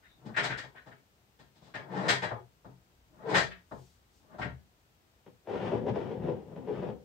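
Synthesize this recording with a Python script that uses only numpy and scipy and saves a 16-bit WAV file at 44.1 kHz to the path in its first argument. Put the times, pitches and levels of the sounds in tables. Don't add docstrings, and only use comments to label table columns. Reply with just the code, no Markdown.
import sys
import numpy as np
from scipy import signal
from scipy.fft import rfft, irfft
from scipy.io import wavfile
from scipy.ndimage import uniform_filter1d

SR = 44100
rng = np.random.default_rng(int(sys.argv[2]) if len(sys.argv) > 2 else 0)


def waveform_to_disk(signal):
    frames = np.transpose(np.atleast_2d(signal))
    scaled = np.clip(frames, -1, 1) * 32767
    samples = np.round(scaled).astype(np.int16)
    wavfile.write(sys.argv[1], SR, samples)


N = 310464
TAPS = 16384
TIME = np.arange(N) / SR
FREQ = np.arange(TAPS // 2 + 1) * SR / TAPS


def undb(db):
    return 10 ** (np.asarray(db) / 20)


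def along(points, hz=FREQ):
    pitch_hz, value = np.transpose(points)
    return np.interp(np.log(hz + 1), np.log(pitch_hz), value)


def unit(x):
    return x / np.sqrt(np.sum(x ** 2))


def add(track, start_s, sound):
    start = max(int(start_s * SR), 0)
    track[start:start + len(sound)] += sound[:N - start]


def ring(force, response):
    return signal.oaconvolve(force, response)[:N]


def tightest(gain):
    cepstrum = irfft(np.log(np.maximum(gain, 1e-7)))
    cepstrum[1:TAPS // 2] *= 2
    cepstrum[TAPS // 2 + 1:] = 0
    return irfft(np.exp(rfft(cepstrum)))


def band(low_hz, high_hz, order=4):
    hz = FREQ + 1
    return ((1 + (low_hz / hz) ** (2 * order)) * (1 + (hz / high_hz) ** (2 * order))) ** -.5


def responses(colour, resonances, ranges):
    peaks = sum(db / (1 + (2 * (FREQ - hz) / width) ** 2) for hz, width, db in resonances)
    gain = undb(along(colour) + peaks)
    return [unit(tightest(gain * band(low, high, order=6)))[:TAPS // 2] for low, high in ranges]


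def evened(response, size, tilt=1., longest_s=0.2):
    power = uniform_filter1d(abs(rfft(response, TAPS)) ** 2, size=size)
    broad = np.sqrt(np.abs(power) + 1e-9)
    even = signal.fftconvolve(response, tightest(tilt / broad))[:len(response)]
    return even * np.exp(-(TIME[:len(response)] / longest_s) ** 2)


def wander(size, rate):
    return np.interp(TIME[:size] * rate, np.arange(1024), rng.standard_normal(1024))


def grains(size, rate, spread_db):
    count = max(int(size * rate / SR), 1)
    force = np.zeros(size)
    where, strength, sign = rng.random((4096, 3))[:count].T
    force[(where * size).astype(int)] = undb(spread_db * (3.67 * strength - 2)) * np.sign(sign - .5)
    return unit(force) * np.sqrt(size)


def grown(db, growth, middling_db=-25):
    return middling_db + np.multiply.outer(growth, db - middling_db)


def rub(start_s, levels, parts, part_db, rate, judder_db, fade_s=0.0061):
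    t = TIME[:len(levels[0])]
    fade = np.clip(np.minimum(t, t[-1] - t) / fade_s, 0, 1)
    force = grains(len(t), rate, spread_db=0.5) * undb(judder_db * wander(len(t), rate=47)) * fade
    out = np.zeros(N)
    for response, level, db in zip(parts, levels, part_db):
        add(out, start_s, signal.fftconvolve(force * undb(level + db), response))
    return out


def blows(hits, parts, first, rate, rebound_s, rebound_db):
    out, age = np.zeros(N), TIME[:TAPS // 2]
    for start_s, swell_s, part_db in hits:
        progress = age / max(swell_s, .001)
        for late_s, strength in (0, 1), (rebound_s, undb(rebound_db)):
            chatter = unit(grains(len(age), rate, spread_db=2.0) * progress * np.exp(-progress))
            force = evened(chatter + first * (age == 0), size=21)
            for response, gain in zip(parts, strength * undb(part_db)):
                add(out, start_s + late_s, gain * unit(signal.fftconvolve(force, response)))
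    return out


def two_mics(size):
    # pitch_hz, correlation
    likeness = [(60, 1), (130, 0.79), (280, 0.53), (600, 0.66), (1100, -0.28), (2000, -0.14),
                (4000, -0.025)]
    mid, side = rfft(rng.standard_normal((2, size)))
    alike = np.clip(along(likeness, np.arange(len(mid)) * SR / size), -.99, .99)
    return mid * np.sqrt(1 + alike) + side * np.sqrt(1 - alike) * np.array([[1], [-1]])


def reflections(direct, decay, build_s=0.0039):
    # pitch_hz, fade_s
    fade_times = [(60, 0.57), (150, 0.3), (400, 0.34), (1000, 0.22), (2000, 0.23), (5000, 0.22),
                  (12000, 0.17)]
    # pitch_hz, difference_db
    left_lead = [(60, 4), (150, 5.5), (500, 5), (1500, 6), (4000, 3), (8000, 7.5)]
    field, tail, age = two_mics(TAPS), 0, TIME[:TAPS]
    centres_hz = np.array(fade_times)[:, 0]
    for (_, fade_s), pick in zip(fade_times, np.eye(len(centres_hz))):
        share = along(np.column_stack([centres_hz, pick]))
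        fade = np.exp(-np.log(1000) * age / (fade_s * decay))
        tail = tail + irfft(field * share) * fade / np.sqrt(fade_s)
    build = 1 - np.exp(-age / build_s)
    left, right = (unit(side * build) + direct * (age == 0) for side in tail)
    lean = undb(along(left_lead) / 2)
    return evened(left, size=7, tilt=lean), evened(right, size=7, tilt=1 / lean)


def room(sound, direct, decay, places=4, dwell_s=.07):
    out = 0
    for place in range(places):
        away = abs((TIME / dwell_s - place) % places - places / 2)
        here = np.maximum(1 - away, 0) ** 0.59
        out = out + np.array([ring(sound * here, response) for response in reflections(direct, decay)])
    return out


def background(hiss_db=-67.5, left_lead_db=2.5):
    # pitch_hz, gain_db
    hiss_colour = [(15, -61), (25, -43), (42, -15.5), (64, -3), (86, -5), (260, -12.5), (482, -14.5),
                   (552, -18), (631, -16), (1240, -19.5), (2230, -23), (2630, -22.5), (15500, -34)]
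    # time_s, level_db
    hum_levels = [(0, -71), (1.4, -103), (2.6, -71.5), (3.9, -72), (4.8, -81), (7, -83.5)]
    hz = np.arange(N // 2 + 1) * SR / N
    hiss = unit(irfft(two_mics(N) * undb(along(hiss_colour, hz)), N)) * np.sqrt(2 * N)
    hum = ring(rng.standard_normal(N), unit(tightest(band(low_hz=52.44, high_hz=76.5, order=3))))
    hum = hum * undb(np.interp(TIME, *np.transpose(hum_levels)))
    return (hiss * undb(hiss_db) + hum) * undb(np.array([[left_lead_db], [-left_lead_db]]) / 2)


def chair(lowest_roll_hz=135):
    # pitch_hz, gain_db
    colour = [(24, -43.5), (40, -39), (119, -10.5), (277, -10), (412, -3), (502, -3), (824, 2.5),
              (1110, -4), (1870, -4.5), (2580, -15.5), (3930, -10), (7680, -24.5), (9360, -29),
              (10600, -50), (15000, -44.5)]
    # pitch_hz, width_hz, boost_db
    resonances = [(62.9, 10, 18.5), (129, 25, 9.5), (179, 4.2, 9), (412.8, 29, 3), (451, 12, 4),
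                  (622, 48, 3.5), (698, 8.3, 5), (786, 110, -3.5), (923, 16, -0.5), (1350, 20, 1),
                  (1501, 12, 6.5), (1673, 40, 3.5), (1879, 38.4, 2), (1970, 99, -1), (1830, 29, 5),
                  (3350, 140, 3), (3760, 16, -4), (3965, 50, 4), (5000, 160, 5), (7650, 300, 6)]
    # low_hz, high_hz
    ranges = [(289, 1253), (48.8, 275), (1535, 2620), (2430, 18000)]
    parts = responses(colour, resonances, ranges)
    light = responses(colour, resonances, np.maximum(ranges, lowest_roll_hz))
    contacts = knocks(parts) + thumps(parts) + creaks(light) + rolls(light) + squeak()
    return room(contacts, direct=0.15, decay=0.89)


def creaks(parts, edge_db=9, part_db=(-15, -24.5, 2, -21.5)):
    # start_s, length_s, level_db
    turns = [(0.022, 0.052, -59.5), (0.336, .025, -42.5), (0.375, 0.034, -31.5), (0.494, .04, -32.5),
             (0.572, .05, -46.5), (0.747, .04, -49.5), (0.907, .025, -54.5), (3.506, .014, -37.5),
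             (4.413, .014, -32.5)]
    out = np.zeros(N)
    for start_s, length_s, db in turns:
        level = db - edge_db * np.linspace(-1, 1, int(length_s * SR)) ** 2
        out += rub(start_s, [level] * len(parts), parts, part_db, rate=1400, judder_db=-1, fade_s=0.0018)
    return out


def squeak(start_s=0.031, length_s=0.12, level_db=-70):
    level = np.full(int(length_s * SR), level_db)
    resonance = unit(tightest(band(low_hz=3550, high_hz=3850, order=24)))
    return rub(start_s, [level], [resonance], part_db=[0], rate=1500, judder_db=3)


def rolls(parts, run_up_s=.24, rise_db_per_s=186, part_db=(1.5, -6.5, -2.5, -12.5)):
    # top_speed_at_s, stop_s, top_level_db
    tugs = [(0.278, 0.325, -54), (1.96, 2.075, -36.5), (3.318, 3.346, -33.5), (4.339, 4.355, -52)]
    out = np.zeros(N)
    for top_s, stop_s, db in tugs:
        t = np.arange(top_s - run_up_s, stop_s, 1 / SR)
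        strength_db = db - rise_db_per_s * np.maximum(top_s - t, 0)
        levels = grown(strength_db, growth=(1.01, 0.73, 1.39, 1.5))
        out += rub(t[0], levels, parts, part_db, rate=1100, judder_db=1.5)
    return out


def groans(waver=.085, overtone=0.14):
    # middle_s, length_s, pitch_hz, level_db
    tones = [(0.289, 0.11, 211.3, -46.5), (1.969, 0.2, 184, -39.5), (2.066, .06, 442.5, -33.5),
             (2.35, 0.12, 113.6, -43), (3.294, 0.13, 433, -34.5), (4.44, 0.15, 122.8, -46.5),
             (4.489, 0.29, 75, -50), (6.703, 0.058, 433.6, -31)]
    out = np.zeros(N)
    for middle_s, length_s, hz, db in tones:
        size = int(length_s * SR)
        pitch_hz = hz * (1 + waver * wander(size, rate=170))
        phase = 2 * np.pi * np.cumsum(pitch_hz) / SR
        tone = np.sin(phase) + overtone * np.sin(2 * phase)
        add(out, middle_s - length_s / 2, undb(db) * tone * signal.windows.tukey(size, .7))
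    return room(out, direct=0.96, decay=0.68, places=2)


def knocks(parts, part_db=(20.87, 15, 22.1, 21.04)):
    # start_s, level_db, castor_ring_boost_db, plastic_tick_boost_db, swell_s
    clacks = [(0.255, -55.5, 0, 6, 0.0053), (0.365, -24.5, 7.5, -7.5, 0.0077),
              (0.434, -27, 1, -1.5, 0.0054), (0.574, -41, 5.5, 6, 0.0045), (0.86, -43, -11, -12.5, 0.0074),
              (1.39, -51.5, -6, -1, 0.0047), (1.552, -60, -9, 6, 0.008), (1.619, -54, -8, 4, 0.028),
              (1.74, -35, 3.5, -9, 0.0063), (2.083, -18.5, 2.5, -0.5, 0.0062),
              (2.22, -26.5, 1, -10, 0.0063), (3.288, -38, 2, -1.5, 0.0072),
              (3.342, -15.5, 2, -11.5, 0.0063), (3.36, -21.5, 0, -1.5, 0.01),
              (4.384, -31.5, -10, -16, 0.013), (4.418, -37.5, 6.5, -12.5, 0.0039)]
    growth = (0.98, 0.66, 0.94, 1.136)
    hits = [(start_s, swell_s, grown(db, growth) + part_db + np.array([0, 0, ring_db, tick_db]))
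            for start_s, db, ring_db, tick_db, swell_s in clacks]
    return blows(hits, parts, first=0.3, rate=1400, rebound_s=.011, rebound_db=-5)


def thumps(parts, swell_s=.0032, part_db=(21, 16, 1, -9)):
    # start_s, level_db, hardness_db
    bumps = [(0.255, -46.5, -11.5), (0.495, -34, -4), (0.634, -41, 0), (0.745, -47, 1),
             (1.614, -54.5, -6.5), (1.675, -46.5, 22), (1.788, -39, -1), (2.229, -25, 9), (2.31, -23.5, 9),
             (2.645, -42.5, -6), (3.712, -32.5, -2.5), (4.387, -30, -0.5), (4.444, -39.5, -10)]
    slope = np.array([-0.18, -1.52, 0.2, -0.98])
    hits = [(start_s, swell_s, db + hardness_db * slope + part_db) for start_s, db, hardness_db in bumps]
    return blows(hits, parts, first=0.4, rate=1500, rebound_s=.014, rebound_db=-11.5)


def clothes():
    # middle_s, length_s, level_db
    brushes = [(3.828, 0.48, -70), (4.165, 0.18, -73.5)]
    swell = np.zeros(N)
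    for middle_s, length_s, db in brushes:
        add(swell, middle_s - length_s / 2, undb(db) * np.hanning(int(length_s * SR)))
    fibres = unit(tightest(band(low_hz=2920, high_hz=7300, order=3)))
    hiss = ring(swell * rng.standard_normal(N), fibres)
    return room(hiss, direct=0.44, decay=0.75, places=2)


def dishes():
    # pitch_hz, gain_db
    colour = [(24, -72), (40, -28.5), (120, 0), (193, 3), (223, -2.5), (377, -6), (415, -7.5), (490, 0.5),
              (685, -9.5), (753, -6.5), (956, -11.5), (1130, -22.5), (3230, -33), (4300, -44.5),
              (12000, -70), (15600, -101.5), (22000, -120)]
    # pitch_hz, width_hz, boost_db
    resonances = [(72.6, 13, 5.5), (119.2, 12, 7), (136, 24, 0), (190.7, 6.8, 2), (253.7, 16, 7),
                  (371, 57, 5.5), (411.4, 22, 7.5), (487.6, 33, 4.5), (760, 28, 0.5), (980, 190, -0.5),
                  (1242, 24, 7), (1954, 93, 2), (2160, 88, -2), (3380, 150, 1), (5400, 990, 4.5)]
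    # low_hz, high_hz
    ranges = [(344, 1050), (55, 333), (1157, 14000)]
    parts = responses(colour, resonances, ranges)
    return room(catches(parts) + sliding(parts), direct=0.49, decay=0.48)


def catches(parts, swell_s=0.0028, part_db=(18, 21.5, -3), growth=(0.81, 1, 0.3)):
    # start_s, level_db, drone_boost_db
    jolts = [(5.263, -50.5, 6), (5.472, -32, -13), (5.718, -19.5, -6), (5.733, -18.5, -10),
             (5.866, -21, -12.5), (5.885, -25.5, -10), (5.958, -20, -19.5), (6.114, -31, -7.5),
             (6.235, -34, 9), (6.285, -23.5, -2), (6.561, -36, -0.5), (6.673, -32.5, -1.5),
             (6.824, -27, -13), (6.887, -31, -17)]
    hits = [(start_s, swell_s, grown(db, growth) + part_db + np.array([0, drone_db, 0]))
            for start_s, db, drone_db in jolts]
    return blows(hits, parts, first=0.39, rate=1300, rebound_s=.012, rebound_db=-3)


def sliding(parts, drone_start_db=-12.5, drone_build_s=.3):
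    # time_s, grind_db, grit_db
    push = [(5.44, -68, -91), (5.492, -32.5, -53.5), (5.688, -32.5, -48.5), (5.734, -38.5, -52),
            (5.85, -35.5, -65), (5.89, -28, -47.5), (5.924, -39, -64), (5.96, -36.5, -52),
            (6.21, -39.5, -65), (6.282, -32, -55.5), (6.442, -50, -76), (6.674, -43.5, -67.5),
            (6.686, -37, -60.5), (6.75, -36.5, -56), (6.9, -40, -60.5), (7.04, -65, -105)]
    time_s, grind_db, grit_db = np.transpose(push)
    t = np.arange(time_s[0], time_s[-1], 1 / SR)
    grind, grit = np.interp(t, time_s, grind_db), np.interp(t, time_s, grit_db)
    drone = grind + drone_start_db * np.maximum(1 - (t - t[0]) / drone_build_s, 0)
    return rub(t[0], [grind, drone, grit], parts, part_db=(-5, -3, 2.5), rate=2000, judder_db=1.0)


def scene():
    return chair() + clothes() + dishes() + groans() + background()


def record(dry, top_hz=15720):
    # pitch_hz, gain_db
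    treble = [(8500, 0), (10400, -5.5), (11800, -1), (13500, 3), (15500, 3.5)]
    microphone = tightest(undb(along(treble)))
    heard = np.array([ring(channel, microphone) for channel in dry])
    return signal.sosfilt(signal.ellip(10, .2, 70, top_hz, fs=SR, output="sos"), heard)


dry = scene()
out = record(dry)
waveform_to_disk(out)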